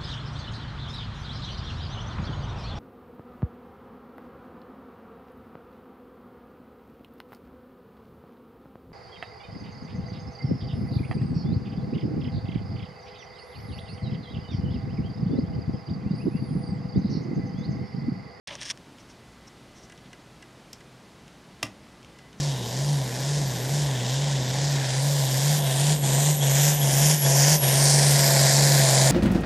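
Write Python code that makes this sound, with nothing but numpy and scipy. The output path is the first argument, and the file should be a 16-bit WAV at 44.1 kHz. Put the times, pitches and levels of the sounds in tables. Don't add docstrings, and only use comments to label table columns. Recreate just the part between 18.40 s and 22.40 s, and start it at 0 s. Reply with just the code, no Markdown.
import sys
import numpy as np
from scipy import signal
from scipy.fft import rfft, irfft
from scipy.io import wavfile

SR = 44100
rng = np.random.default_rng(int(sys.argv[2]) if len(sys.argv) > 2 else 0)


def digitize_waveform(pressure):
    field = np.atleast_2d(pressure).T
    bounded = np.clip(field, -1, 1)
    quanta = np.round(bounded * 32767).astype(np.int16)
    wavfile.write(sys.argv[1], SR, quanta)


N = 176400
TIME = np.arange(N) / SR


def amp(db):
    return 10 ** (np.asarray(db) / 20)


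def unit(x):
    return x / np.sqrt(np.mean(x ** 2) + 1e-20)


def fade(t, fade_s):
    return np.exp(-np.log(1000) * t / fade_s)


def look_up(table, hz):
    f, value = np.transpose(table)
    return np.interp(np.log(hz + 1), np.log(f + 1), value)


def add(mix, at, sound):
    part = mix[max(round(at * SR), 0):][:len(sound)]
    part += sound[:len(part)]


def colour(x, tone):
    log_gain = np.log(amp(look_up(tone, abs(np.fft.fftfreq(len(x), 1 / SR)))))
    response = np.exp(np.conj(signal.hilbert(log_gain)))
    return unit(irfft(rfft(x) * response[:len(x) // 2 + 1], len(x)))


def burst(tone, fade_s, rise_s=.00008):
    t = TIME[:4096]
    shape = fade(t, fade_s) * (1 - np.exp(-t / rise_s))
    noise = rng.standard_normal(len(t))
    for _ in range(4):
        phase = np.angle(rfft(noise * shape))
        noise = np.sign(irfft(np.exp(1j * phase)))
    return colour(noise * shape, tone) * np.sqrt(np.mean(shape ** 2))


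def cracks(hits, tone, fade_s, above_hz=1000):
    out = np.zeros(N)
    for at, db, tilt in hits:
        tilted = [(hz, level + tilt * np.log2(max(hz, above_hz) / above_hz)) for hz, level in tone]
        add(out, at, amp(db) * burst(tilted, fade_s))
    return out


def ring(notes, build_cycles=0.85):
    t = TIME[:SR // 2]
    out = np.zeros(len(t))
    for hz, db, fade_s in notes:
        swell = 1 - np.exp(-t * hz / build_cycles)
        out += amp(db) * swell * fade(t, fade_s) * np.sin(2 * np.pi * hz * t)
    return out


def wavering(hz, width_hz):
    f = np.fft.rfftfreq(N, 1 / SR)
    return unit(irfft(rfft(rng.standard_normal(N)) / (1 + (2 * (f - hz) / width_hz) ** 2), N))


# f/Hz, level/dB
AIR_TONE = [(12, -42), (20, -18), (49, -8), (91, -8.5), (123, -3.5), (198, -2.5), (301, -5.5), (446, -10),
            (1190, -15.5), (1960, -19.5), (4670, -23.5), (10800, -34.5), (16000, -49.5)]
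# f/Hz, level/dB
HUM_NOTES = [(59.5, -68), (126, -62)]
def ventilation():
    air = amp(-51) * colour(rng.standard_normal(N), AIR_TONE)
    return air + sum(amp(db) * wavering(hz, width_hz=8.4) for hz, db in HUM_NOTES)


# f/Hz, fade/s
ECHO_FADES = [(80, 0.37), (300, 0.53), (1000, 0.19), (3000, 0.18), (9000, 0.15)]
def room_echo(sound, build_s=0.013, top_hz=10000):
    t = TIME[:SR // 2]
    hz, times, bands = signal.stft(rng.standard_normal(len(t)), SR, nperseg=256)
    bands *= fade(times, look_up(ECHO_FADES, hz)[:, None])
    tail = signal.istft(bands, SR, nperseg=256)[1][:len(t)] * np.minimum(t / build_s, 1)
    desk = rng.standard_normal(len(t)) * fade(t, fade_s=0.025) * (t > .001)
    echo = amp(-11.5) * tail / np.linalg.norm(tail) + amp(-16) * desk / np.linalg.norm(desk)
    dull = signal.lfilter(*signal.butter(2, top_hz, fs=SR), sound)
    return signal.fftconvolve(dull, echo)[:N]


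# t/s, level/dB
WHINE_LEVELS = [(.55, -86), (.8, -69), (1.3, -69.5), (2.4, -77.5), (3.6, -69), (3.72, -77), (3.755, -63.5),
                (3.865, -59.5), (3.89, -66), (3.96, -78)]
def lens_motor(pitch_hz=2013, drift_hz=4):
    cycles = np.cumsum(pitch_hz + drift_hz * wavering(0, width_hz=42.4)) / SR
    whine = np.sin(2 * np.pi * cycles) + amp(-8.5) * np.sin(3 * np.pi * cycles)
    return amp(np.interp(TIME, *np.transpose(WHINE_LEVELS))) * unit(whine)


# t/s, level/dB
LENS_TICKS = [(1.4972, -45), (1.5207, -44.5), (1.7295, -41.5), (2.024, -43.5), (2.4053, -48), (3.7869, -45)]
# f/Hz, level/dB
TICK_TONE = [(500, -20), (2800, 2), (4700, -10), (5500, 0), (7200, -7.5), (8900, -5.5), (11000, -24),
             (16000, -35)]
# f/Hz, level/dB, fade/s
LENS_NOTES = [(1640, -1.5, 0.049), (1998, 2.5, 0.041), (2844, -1, 0.034)]
def lens_ticks(ring_delay_s=0.00297):
    out = np.zeros(N)
    for at, db in LENS_TICKS:
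        add(out, at, amp(db) * burst(TICK_TONE, fade_s=0.024, rise_s=0.0006))
        add(out, at + ring_delay_s, amp(db - 3) * ring(LENS_NOTES))
    return out


# t/s, low level/dB, middle level/dB, treble level/dB
RUB_LEVELS = [(.072, -52, -48, -61), (.082, -54, -39, -52), (.094, -48, -42.5, -51),
              (.116, -47, -43.5, -56), (.135, -48.5, -47.5, -47), (.158, -49, -48, -51),
              (.174, -76, -58, -63), (.192, -59, -48.5, -62), (0.221, -53, -41, -43), (.244, -62, -51, -50),
              (.260, -58, -51.5, -42), (.286, -63, -49.5, -45.5), (0.306, -55, -38, -35.5),
              (.318, -55, -48, -39), (.326, -53, -62, -66)]
# f/Hz, level/dB
LOW_TONE = [(100, -27), (350, -23), (560, 2.5), (800, -2.5), (1120, 4), (1450, -17), (2500, -49)]
MIDDLE_TONE = [(900, -28), (1450, -14), (1680, -1.5), (2200, -3), (2800, -1.5), (3350, 0.5), (4100, -8),
               (5500, -14.5), (9000, -63)]
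SHELL_TONE = [(400, -30), (1350, -18.5), (1680, -5.5), (2200, -9.5), (3300, -5), (4400, -10.5), (5500, 1),
              (6200, -3.5), (7600, -16.5), (8600, -10), (9800, -15), (11000, -37), (13500, -34),
              (16000, -54)]
# t/s, level/dB
SHARP_SLIPS = [(0.0746, -23.5), (0.0796, -27.5), (0.1534, -25), (0.2085, -33), (0.2145, -23.5),
               (.2210, -30), (.2250, -28), (0.2298, -27), (0.2323, -26), (0.2472, -36), (0.254, -27),
               (0.2606, -28), (0.2817, -31), (0.2922, -27.5), (0.2952, -29), (0.3012, -18.5),
               (0.3044, -17.5), (0.3106, -17), (0.314, -26), (0.3745, -35.5)]
# middle t/s, length/s, level/dB
LIGHT_BRUSHES = [(0.604, 0.029, -56.5), (.705, 0.03, -54.5), (1.081, 0.017, -51), (1.381, 0.045, -56),
                 (1.44, 0.045, -55.5), (3.992, 0.016, -56)]
DULL_RUBS = [(1.585, 0.03, -60.5), (1.66, 0.032, -56)]
# f/Hz, level/dB
BRUSH_TONE = [(500, -9), (4700, -11), (5600, 3), (7200, -11), (8800, -14), (11000, -37)]
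def hand_grip(slips_per_s=2600, spread_db=3):
    times, *levels = np.transpose(RUB_LEVELS)
    rubbing = (TIME > times[0]) * (TIME < times[-1])
    out = np.zeros(N)
    for db, tone in zip(levels, (LOW_TONE, MIDDLE_TONE, SHELL_TONE)):
        slips = rng.choice([-1, 1], N) * (rng.random(N) < slips_per_s / SR)
        sizes = amp(spread_db * np.minimum(rng.exponential(1, N), 4))
        out += colour(slips * sizes, tone) * amp(np.interp(TIME, times, db) + 0.5) * rubbing
    for at, db in SHARP_SLIPS:
        add(out, at, amp(db) * burst(SHELL_TONE, fade_s=0.0044))
    add(out, at=.1145, sound=ring([(560, -38.5, .075)]))
    for strokes, tone in ((LIGHT_BRUSHES, BRUSH_TONE), (DULL_RUBS, MIDDLE_TONE)):
        swells = sum(amp(db) * np.exp(-(2 * (TIME - at) / length) ** 2) for at, length, db in strokes)
        out += colour(rng.standard_normal(N), tone) * swells
    return out


# t/s, level/dB
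FINGER_TAPS = [(0.584, -44), (1.5765, -46), (2.8795, -43), (3.629, -45.5), (3.6464, -42.5), (3.9295, -45)]
# f/Hz, level/dB
TAP_TONE = [(300, -27), (1800, -8), (3000, 5), (4300, -12.5), (5600, -3), (16000, -38)]
def finger_taps():
    out = np.zeros(N)
    for at, db in FINGER_TAPS:
        add(out, at, amp(db) * burst(TAP_TONE, fade_s=.012))
    return out


# t/s, level/dB, treble tilt/(dB per octave)
NAIL_HITS = [(2.3280, -56, -5), (2.3307, -31, 2), (2.3325, -43, -4), (2.3344, -37, -3), (2.3395, -43, -5)]
# f/Hz, level/dB
NAIL_TONE = [(800, -20), (1600, -12), (2900, -5.5), (4300, -10), (5000, 2.5), (5700, 7), (6400, -5),
             (7400, -7), (9500, -18), (11800, -8.5), (16000, -34)]
def fingernail():
    return cracks(NAIL_HITS, NAIL_TONE, fade_s=.010)


# t/s, level/dB, treble tilt/(dB per octave)
SLIDER_HITS = [(3.2281, -10, 0), (3.2296, -2, 0), (3.2314, -5.5, -0.5), (3.2334, -10.5, 4),
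               (3.2375, -15, -3), (3.2508, -25, -1), (3.2578, -21, -13), (3.2678, -22, -1)]
# f/Hz, level/dB
CRACK_TONE = [(40, -29), (150, -16), (700, -7), (1170, -1), (1480, -11), (2000, -2), (2750, -1), (3300, -4),
              (4400, -7.5), (5600, -1), (6300, -7), (8500, -11), (9800, -11), (10800, -17), (12000, -15.5),
              (16000, -51)]
# f/Hz, level/dB, fade/s
BOARD_NOTES = [(109, -13.5, 0.2), (195, -21, 0.2), (293, -11.5, 0.11), (633, -11.5, 0.14), (773, -15, 0.04),
               (1186, -1.5, 0.034), (1940, -1, 0.024), (2045, -6.5, 0.046), (2520, -7, 0.04),
               (2716, 2.5, 0.034), (2760, -19, 0.1), (5000, -15, .016), (5540, 1.5, .015),
               (9730, -9.5, 0.025)]
# f/Hz, level/dB
DESK_TONE = [(50, -27), (95, 1.5), (150, -7.5), (290, -3.5), (370, -17.5), (900, -36.5)]
def slide_switch():
    out = amp(-16) * cracks(SLIDER_HITS, CRACK_TONE, fade_s=.009)
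    add(out, at=3.2272, sound=ring([(800, -16, 0.0048)]))
    hardest_s = max(SLIDER_HITS, key=lambda hit: hit[1])[0]
    add(out, hardest_s, amp(-22.5) * ring(BOARD_NOTES))
    add(out, hardest_s, amp(-32.5) * burst(DESK_TONE, fade_s=.11, rise_s=0.0051))
    return out


def scene():
    clicks = slide_switch() + fingernail() + finger_taps()
    mono = clicks + room_echo(clicks) + hand_grip() + lens_motor() + lens_ticks() + ventilation()
    return np.array([mono, mono])


def record(dry, start_s=.072, top_hz=15800):
    treble_cut = signal.firwin(401, top_hz, window=("kaiser", 9), fs=SR)
    return signal.oaconvolve(dry * (TIME > start_s), treble_cut[None], "same")


dry = scene()
out = record(dry)
digitize_waveform(out)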